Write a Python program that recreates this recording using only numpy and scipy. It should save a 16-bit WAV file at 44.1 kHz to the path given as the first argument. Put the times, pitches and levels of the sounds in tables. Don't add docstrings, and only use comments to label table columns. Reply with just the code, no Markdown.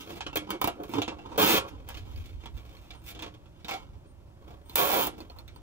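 import sys
import numpy as np
from scipy import signal
from scipy.fft import rfft, irfft, next_fast_len
from scipy.io import wavfile
from scipy.ndimage import uniform_filter1d

SR = 44100
rng = np.random.default_rng(int(sys.argv[2]) if len(sys.argv) > 2 else 0)


def generate_wav(signal):
    frames = np.transpose(np.atleast_2d(signal))
    scaled = np.clip(frames, -1, 1) * 32767
    pcm = np.round(scaled).astype(np.int16)
    wavfile.write(sys.argv[1], SR, pcm)


N = 247821

# (frequency [Hz], likeness [0-1])
MIC_LIKENESS = [(60, 0.95), (150, 1), (500, 0.66), (1000, 0.59), (3000, 0.89), (6000, 0), (16000, 0.2)]
# (frequency [Hz], phase [rad])
MIC_PHASE = [(0, 0), (300, -.35), (520, -1.4), (1500, -1.6), (2800, -1.9), (5000, -2.5), (6550, -14),
             (8350, -16), (10500, -16.5), (12100, -7.5), (14400, -12.5), (16700, -16.0)]
# (frequency [Hz], level [dB])
MIC_TILT = [(100, 0.5), (380, 4), (700, 1), (1300, 4), (2400, 5), (15000, 4)]
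BAND_EDGES = [70, 450, 1500, 7000]
# (frequency [Hz], level [dB])
RING_COLOUR = [(59, -50), (100, -25), (165, -21), (243, -4), (300, 0), (400, -9), (542, -3.5), (793, -7.5),
               (1090, -7.5), (1890, -19), (2640, -15), (3480, -14.5), (4390, -21.5), (8630, -24),
               (11000, -24), (13000, -17), (15600, -11)]
# (frequency [Hz], t60 [s])
RING_DECAY = [(150, 0.27), (500, 0.093), (1200, 0.14), (3000, 0.15), (6000, 0.12), (10000, 0.14),
              (16000, 0.028)]
# (frequency [Hz], level [dB], t60 [s])
BODY_MODES = [(110.6, -19, 0.2), (301, -5, 0.2), (360.4, -14.5, 0.27), (542.6, -8, 0.11), (700, -7, 0.13),
              (786, -22, 0.23), (921, -10.5, 0.12), (1100, -16, 0.13), (1370, -23, 0.28), (1659, -19, 0.12),
              (2010, -26, 0.2), (2330, -15, 0.086), (2650, -15.5, 0.059), (3125, -18.5, 0.17),
              (3520, -18, 0.06), (4333, -19.5, .1)]
# (time [s], panel level [dB])
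HOLD_MURMUR = [(0.0, -70), (.45, -47.5), (1.2, -67), (1.74, -51), (1.87, -61), (2.05, -54.5), (2.4, -65.5),
               (2.8, -74.5), (3.2, -54.5), (3.45, -67), (3.85, -63), (4.1, -68), (4.6, -66.5), (5.15, -53),
               (5.3, -64.5), (5.62, -60.5)]
# (peak time [s], rise [s], fall [s], strap level [dB],
# panel over strap [dB], bar over strap [dB], top band over strap [dB])
GLOVE_STROKES = [(0.0, 0.049, 0.065, -45, -3, -43, -6), (0.178, 0.22, 0.013, -46.5, 6.5, 0.5, -4),
                 (.29, .03, 0.0087, -63, 11, 15, -24), (0.54, 0.058, 0.023, -46, 6, 10.5, -15),
                 (0.801, 0.047, .1, -67, 29, 23.5, -19), (.928, 0.12, 0.085, -50, -1, -18, -1.5),
                 (0.99, .1, 0.0093, -46.5, 17.5, 8.5, -23), (1.118, .03, 0.017, -57.5, 6, 14.5, -28),
                 (1.34, 0.29, 0.15, -56.5, 12, 8, -18), (1.64, 0.063, 0.078, -59, 14, 15, -26),
                 (1.687, 0.036, 0.017, -49, -4, -2, -8), (1.888, 0.016, 0.1, -51, -8, 2.5, -7),
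                 (1.981, .1, 0.04, -54, -9, -10, -9), (2.243, 0.49, 0.15, -58, -19, -28, -6),
                 (2.43, 0.16, 0.037, -60.5, -8, -6, -16), (2.574, 0.13, 0.26, -65.5, -5, 0.5, -5),
                 (2.78, 0.3, 0.35, -62, 3, -1, -6), (2.93, 0.021, 0.15, -63.5, -12, 3.5, -25),
                 (3.087, 0.049, 0.04, -47, -15, -19, 2), (3.238, 0.097, .065, -49, 2.5, 1.5, -20),
                 (3.342, .03, 0.11, -69, 1, 1, -19), (3.63, 0.22, .02, -69, -6, -9, -20),
                 (3.72, 0.065, 0.08, -42, -6, 3, -12), (4.482, 0.069, 0.11, -63, 10, 9.5, -6),
                 (4.722, 0.076, 0.12, -58, -2, -2, 1), (5.2, .05, 0.047, -56.5, 14.5, 4.5, -3),
                 (5.401, 0.23, 0.025, -69, -5, 10, 0), (5.482, 0.031, 0.16, -66, -3, -9, -17)]
# (time [s], level [dB])
GUSTS = [(0.0, -59), (0.33, -50), (0.59, -58), (0.66, -42), (0.7, -57), (1.53, -49.5), (1.58, -38),
         (1.67, -62), (1.74, -45.5), (2.14, -42.5), (2.21, -33), (2.28, -48), (2.38, -39), (2.43, -52),
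         (2.55, -39.5), (2.63, -49.5), (3.74, -55.5), (3.94, -47.5), (4.04, -54.5), (5.62, -51)]
# (frequency [Hz], level [dB])
RUMBLE_COLOUR = [(12, -37), (20, -9.5), (54, 2), (69, 7.5), (115, -8), (166, -63), (250, -10), (280, -27),
                 (300, -28), (390, -79), (660, -120)]
# (frequency [Hz], level [dB])
HISS_COLOUR = [(59, -14.5), (100, 3), (156, -5.5), (288, -17.5), (326, -5), (468, -30), (554, -10.5),
               (629, -17.5), (1020, -22), (1630, -30), (15600, -45)]
# (time [s], length [s], pitch [Hz], level [dB])
BAR_CREAKS = [(0.105, 0.076, 345, -45), (0.511, 0.072, 329, -36), (0.801, 0.042, 394, -45.5),
              (0.953, 0.041, 333, -53.5), (3.693, 0.093, 768, -38)]
# (time [s], strap level [dB], panel over strap [dB], bar over strap [dB],
# pawl over strap [dB], twang pitch [Hz], twang over strap [dB])
SINGLE_SNAPS = [(0.2067, -35.5, -22, -2.5, -42, 3000, -12), (0.2652, -37, -2, -2, -33, 2960, -3.5),
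                (0.3298, -49.5, 6.5, 5, -20, 2660, 3.5), (0.3571, -31, -23, 4, -3, 2210, -11),
                (0.3704, -33.5, 1.5, -4.5, -1, 3220, 1.5), (0.5049, -33.5, -5, 4.5, -4.5, 2200, -9.5),
                (.615, -33.5, -6, 8, -0.5, 2224, -6), (0.6425, -34.5, 2.5, 3, -2.5, 2290, -8),
                (0.6748, -36, .4, 11.5, 2, 2760, -4), (0.835, -49, -11, 5, -4, 2900, -30),
                (0.8931, -56, 19.5, 6, -2, 2240, 1), (0.9369, -38.5, 6, 5.5, -19, 2870, -18),
                (1.018, -30.5, -25, -1, -19, 2640, -14), (1.079, -35, 1.5, -1, -41, 2660, -7),
                (1.1909, -59.5, -9, 12.5, -22, 2670, 7), (1.3783, -32.5, 1, 5.5, -4, 2260, -7),
                (1.8886, -46, -25, 0.5, 1, 2980, -12), (1.943, -46.5, -6, -10, -20, 2820, -6),
                (1.9713, -46, -23, -17, -16, 2950, -14), (2.161, -56, -6, -21, -8, 4700, 4),
                (2.4371, -54.5, 7.5, 0, -22, 2260, -5), (2.4582, -46.5, 1, 0.5, -16, 3300, 1),
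                (2.576, -53.5, 2.2, -9, -11, 3400, -1), (2.7682, -56.5, -19, -25, -14, 4200, 1),
                (2.9064, -46.5, -13, -8, -25, 3620, -3), (3.149, -49, -3, -5, -19, 3220, -15),
                (3.1919, -44.5, -23, -13, -24, 3240, -1), (3.2232, -39, -22, -29, -17, 3380, -3),
                (3.3404, -58.5, -4, -25, -14, 3320, -1), (3.4578, -63.5, 3, 1.5, -20, 3300, -1),
                (3.6463, -44.5, 2.5, -11, -19, 3700, -0.5), (3.683, -37, -18, -9, -19, 5460, -9),
                (3.6918, -36, -23, 0, -19, 2140, -13), (3.7105, -38.5, -3.5, -7, -10, 2183, -2.5),
                (4.6964, -52.5, 1, -6, -2, 4080, 5), (4.7569, -28, -10.5, -4, 5, 3590, -8),
                (4.8148, -40.5, -1.5, -23, -1, 3500, 9), (5.069, -41, -5, -3.5, 8.5, 3300, -20),
                (5.205, -54, 9.5, -13, -17, 4340, 8.5), (5.2991, -56.5, -12, 7.5, -16, 4230, 8),
                (5.3868, -55, -8, -9, -2, 4190, 9), (5.479, -51.5, -15, -9.5, -11, 3660, -2),
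                (5.561, -60.5, -1, 7, -4, 4350, 4)]
SNAP_BOOST = [
    [26.5],
    [23.5],
    [23.5],
    [22.5],
]
# (frequency [Hz], level [dB])
TICK_COLOUR = [(8000, -38), (11000, -20), (13500, -6), (15500, 0)]
# (time [s], rate [teeth/s], strap level [dB],
# panel over strap [dB], bar over strap [dB])
LONG_PULLS = [
    [(1.378, 244.1, -33, 2, 7.5), (1.43, 339.9, -27, 0.5, -2), (1.455, 335.2, -31.5, 3, -5),
     (1.475, 238.3, -28.5, -1.2, -5), (1.5, 363, -27.5, -3, -5), (1.515, 215.5, -28.5, -7, -6),
     (1.54, 220, -30, 3.5, -3.5), (1.58, 156.4, -30, -9, -1.5), (1.6, 135, -60.5, -12, 20)],
    [(4.76, 126.6, -37, -7, 0), (4.79, 162.9, -32.5, -11, 3), (4.83, 203.2, -37, 2, 4),
     (4.88, 157, -37.5, -9, 5), (4.915, 177.5, -36, -8, 6.5), (4.99, 198.9, -38, 3.5, 6.5),
     (5.02, 172.1, -36, -2, -1.5), (5.05, 128, -43, -2, 0.5), (5.075, 69.8, -47.5, 8, 9)],
]
# (pawl over strap [dB], left over right [dB])
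PULL_BALANCE = [(-5.5, -6), (0, -7.5)]
# (time [s], length [s], first pitch [Hz], last pitch [Hz], level [dB])
BIRD_CALLS = [(2.94, 0.077, 9200, 8800, -69), (4.059, 0.072, 9000, 8900, -71.5),
              (4.643, 0.076, 8700, 8600, -67), (5.542, 0.05, 8960, 8440, -68)]

SNAP_PAN_DB = -6.5
RING_SAMPLES = 12000


def gain_of(db):
    return 10 ** (np.asarray(db) / 20)


def unit_rms(x):
    return x / np.sqrt(np.mean(x ** 2) + 1e-20)


def at_hz(points, hz):
    f, value = np.transpose(points)
    return np.interp(np.log(hz + 1), np.log(f + 1), value)


def follow(rows, t):
    times, *columns = np.transpose(rows)
    return np.array([np.interp(t, times, c) for c in columns])


def mic_pair(z, other, hz):
    same = np.clip(at_hz(MIC_LIKENESS, hz), 0, 1)
    late = np.exp(1j * np.interp(hz, *np.transpose(MIC_PHASE)))
    tilt = gain_of(at_hz(MIC_TILT, hz) / 2)
    return np.array([tilt * late * z, (same * z + np.sqrt(1 - same ** 2) * other) / tilt])


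def noise_spectra(colour, length, size):
    hz = np.fft.rfftfreq(size, 1 / SR)[:, None]
    t = np.arange(4 * length // size + 5) * size / 4 / SR
    a, b, c, d = rng.standard_normal((len(t), len(hz), 4)).T
    return mic_pair(a + 1j * b, c + 1j * d, hz) * gain_of(at_hz(colour, hz)), hz, t


def to_wave(z, length, size):
    return signal.istft(z, nperseg=size, noverlap=3 * size // 4)[1][:, :length]


def band_gains(strap_db, panel_db, bar_db, pawl_db):
    return gain_of([strap_db + panel_db, strap_db + bar_db, strap_db, strap_db + pawl_db])


def joined(*trains):
    return [np.concatenate(c, axis=-1) for c in zip(*trains)]


def rubbing(per_s=700, spread_db=4.0, pan_db=-6.0, fade_db=20):
    at = np.flatnonzero(rng.random(N) < per_s / SR)
    t = at / SR
    slip = gain_of(spread_db * np.minimum(rng.exponential(1, N), 5)) * rng.choice([-1, 1], N)
    slip /= np.sqrt(np.mean(slip ** 2) * per_s / SR)
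    hold_bands = gain_of([[0], [-8], [-13.5], [-35]])
    power = (gain_of(follow(HOLD_MURMUR, t)) * hold_bands) ** 2
    for peak, rise, fall, strap_db, *over_db in GLOVE_STROKES:
        away = np.maximum((peak - t) / rise, (t - peak) / fall)
        power += band_gains(strap_db - fade_db * away, *over_db) ** 2
    return at, np.sqrt(power) * slip[at], np.full(len(at), pan_db)


def struck_spot(size):
    t = np.arange(RING_SAMPLES) / SR
    z, hz, frame_s = noise_spectra(RING_COLOUR, len(t), size=256)
    decay = gain_of(-60 * frame_s / at_hz(RING_DECAY, hz))
    dense = unit_rms(to_wave(z * decay, len(t), size=256))
    dense *= np.minimum(t / 0.00051, 1) * (1 + 0.7 * np.exp(-t / 0.0045))
    spot_db = 4 * rng.standard_normal(len(BODY_MODES))
    modes = np.zeros((2, len(t)))
    for side in modes:
        for (f, db, t60), extra_db in zip(BODY_MODES, spot_db):
            side += gain_of(db + extra_db - 60 * t / t60) * np.sin(2 * np.pi * (f * t + rng.random()))
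    return rfft(dense, size) + 4.1 * mic_pair(*rfft(modes, size), np.fft.rfftfreq(size, 1 / SR))


def bar_and_panel(at, level, pan_db, spots=4, dwell_samples=2600):
    size = next_fast_len(N + RING_SAMPLES)
    hz = np.fft.rfftfreq(size, 1 / SR)
    lowpasses = [1 / (1 + (hz / edge) ** 6) for edge in BAND_EDGES]
    bands = np.diff(lowpasses + [np.ones_like(hz)], axis=0)
    spot = rng.integers(0, spots, N // dwell_samples + 1)[at // dwell_samples]
    out = np.zeros((2, len(hz)), complex)
    for k in range(spots):
        body = struck_spot(size)
        energy = 2 * (abs(body.mean(0)) ** 2 * bands ** 2).sum(1) / size
        for side, sign in enumerate((1, -1)):
            gains = (level * gain_of(sign * pan_db / 2))[:, spot == k] / np.sqrt(energy)[:, None]
            clicks = np.array([np.bincount(at[spot == k], g, N) for g in gains])
            out[side] += (rfft(clicks, size) * bands).sum(0) * body[side]
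    return irfft(out, size)[:, :N]


def wind(same=0.58):
    z = noise_spectra(RUMBLE_COLOUR + [(600, -84.0)], N, size=2048)[0]
    left, right = unit_rms(to_wave(z, N, size=2048))
    right = same * right + np.sqrt(1 - same ** 2) * right[::-1]
    gusts = gain_of(follow(GUSTS, np.arange(N) / SR))
    return gusts * np.array([left, right]) * gain_of([[-1.5], [3.]])


def distant_hiss(level_db=-58, patchy_db=.7):
    z = noise_spectra(HISS_COLOUR, N, size=1024)[0]
    patches = uniform_filter1d(rng.standard_normal(z.shape[1:]), 12, axis=0)
    patches = unit_rms(uniform_filter1d(patches, 14, axis=1))
    wash = unit_rms(to_wave(z * gain_of(patchy_db * patches), N, size=1024))
    return wash * gain_of(level_db) * gain_of([[-.3], [3.5]])


def creaks(waver_hz=17.16):
    out = np.zeros((2, N))
    for start, length, hz, db in BAR_CREAKS:
        size = 2 * round(length * SR / 2)
        wobble = unit_rms(uniform_filter1d(rng.standard_normal(8000), size=500))[:size]
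        turns = np.cumsum(hz + waver_hz * wobble) / SR
        tone = rfft(gain_of(db) * np.sin(2 * np.pi * turns) * np.hanning(size) ** .5)
        stereo = irfft(mic_pair(tone, tone, np.fft.rfftfreq(size, 1 / SR)))
        out[:, round(start * SR):][:, :size] += stereo * gain_of([[-2], [2]])
    return out


def snaps(clicks=6, slip_s=0.0037):
    start, strap_db, panel_db, bar_db, pawl_db = np.transpose(SINGLE_SNAPS)[:5]
    settling = np.arange(clicks) > 0
    late = rng.random((len(start), clicks)) * 2 * settling
    share = np.exp(-late) * np.where(settling, .6, 1)
    share /= np.linalg.norm(share, axis=1, keepdims=True)
    level = band_gains(strap_db, panel_db, bar_db, pawl_db) * gain_of(SNAP_BOOST)
    at = np.round((start[:, None] + late * slip_s) * SR).astype(int)
    return at.ravel(), (level[:, :, None] * share).reshape(4, -1), np.full(at.size, SNAP_PAN_DB)


def pawl_ticks(at, level, pan_db, tick_db=8, fall_s=.0016, variants=4):
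    out = np.zeros((2, N))
    variant = rng.integers(0, variants, N)[at]
    for k in range(variants):
        z = noise_spectra([(4000, -69)] + TICK_COLOUR, 600, size=128)[0]
        tick = to_wave(z, 600, size=128) * np.exp(-np.arange(600) / SR / fall_s)
        tick *= gain_of(tick_db) / np.linalg.norm(tick.mean(0))
        for side, sign in enumerate((1, -1)):
            clicks = np.bincount(at, level[3] * gain_of(sign * pan_db / 2) * (variant == k), N)
            out[side] += signal.oaconvolve(clicks, tick[side])[:N]
    return out


def strap_twangs(mode_ratio=1.04):
    out = np.zeros((2, N + RING_SAMPLES))
    t = np.arange(RING_SAMPLES) / SR
    hz = np.fft.rfftfreq(RING_SAMPLES, 1 / SR)
    pan = gain_of([[SNAP_PAN_DB / 2], [-SNAP_PAN_DB / 2]])
    for start, strap_db, *_, pitch, twang_db in SINGLE_SNAPS:
        modes = np.sin(2 * np.pi * pitch * t) + 0.9 * np.sin(2 * np.pi * mode_ratio * pitch * t)
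        t60 = 0.24 * (2200 / pitch) ** 2.3
        ring = rfft(gain_of(strap_db + twang_db - 60 * t / t60) * modes)
        out[:, round(start * SR):][:, :RING_SAMPLES] += irfft(mic_pair(ring, ring, hz)) * pan
    return out[:, :N]


def pulls(spread_db=0.5):
    trains = []
    for rows, (pawl_db, pan_db) in zip(LONG_PULLS, PULL_BALANCE):
        t = np.arange(rows[0][0], rows[-1][0], 1 / SR)
        rate, *db = follow(rows, t)
        scatter = np.linspace(.45, .05, len(t))
        tooth = np.flatnonzero(np.diff(np.floor(np.cumsum(rate) / SR)))
        jitter, force = rng.standard_normal((len(tooth), 2)).T
        times = t[tooth] + jitter * scatter[tooth] / rate[tooth]
        level = band_gains(*np.array(db)[:, tooth], pawl_db) * gain_of(spread_db * force)
        level *= np.sqrt(SR / rate[tooth])
        trains.append((np.round(times * SR).astype(int), level, np.full(len(tooth), pan_db)))
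    return trains


def bird():
    out = np.zeros(N + SR)
    for start, length, first_hz, last_hz, db in BIRD_CALLS:
        hz = np.linspace(first_hz, last_hz, round(length * SR))
        tone = np.sin(2 * np.pi * np.cumsum(hz) / SR) * signal.windows.tukey(len(hz), .4)
        out[round(start * SR):][:len(hz)] += gain_of(db) * tone
    return out[:N] * gain_of([[0.], [-3.]])


def scene():
    teeth = joined(*pulls(), snaps())
    ties = bar_and_panel(*joined(teeth, rubbing())) + pawl_ticks(*teeth) + strap_twangs() + creaks()
    return ties + wind() + distant_hiss() + bird()


def record(dry):
    lowpass = signal.firwin(801, cutoff=15750, window=("kaiser", 9), fs=SR)
    return signal.oaconvolve(dry, lowpass[None], "same")


dry = scene()
out = record(dry)
generate_wav(out)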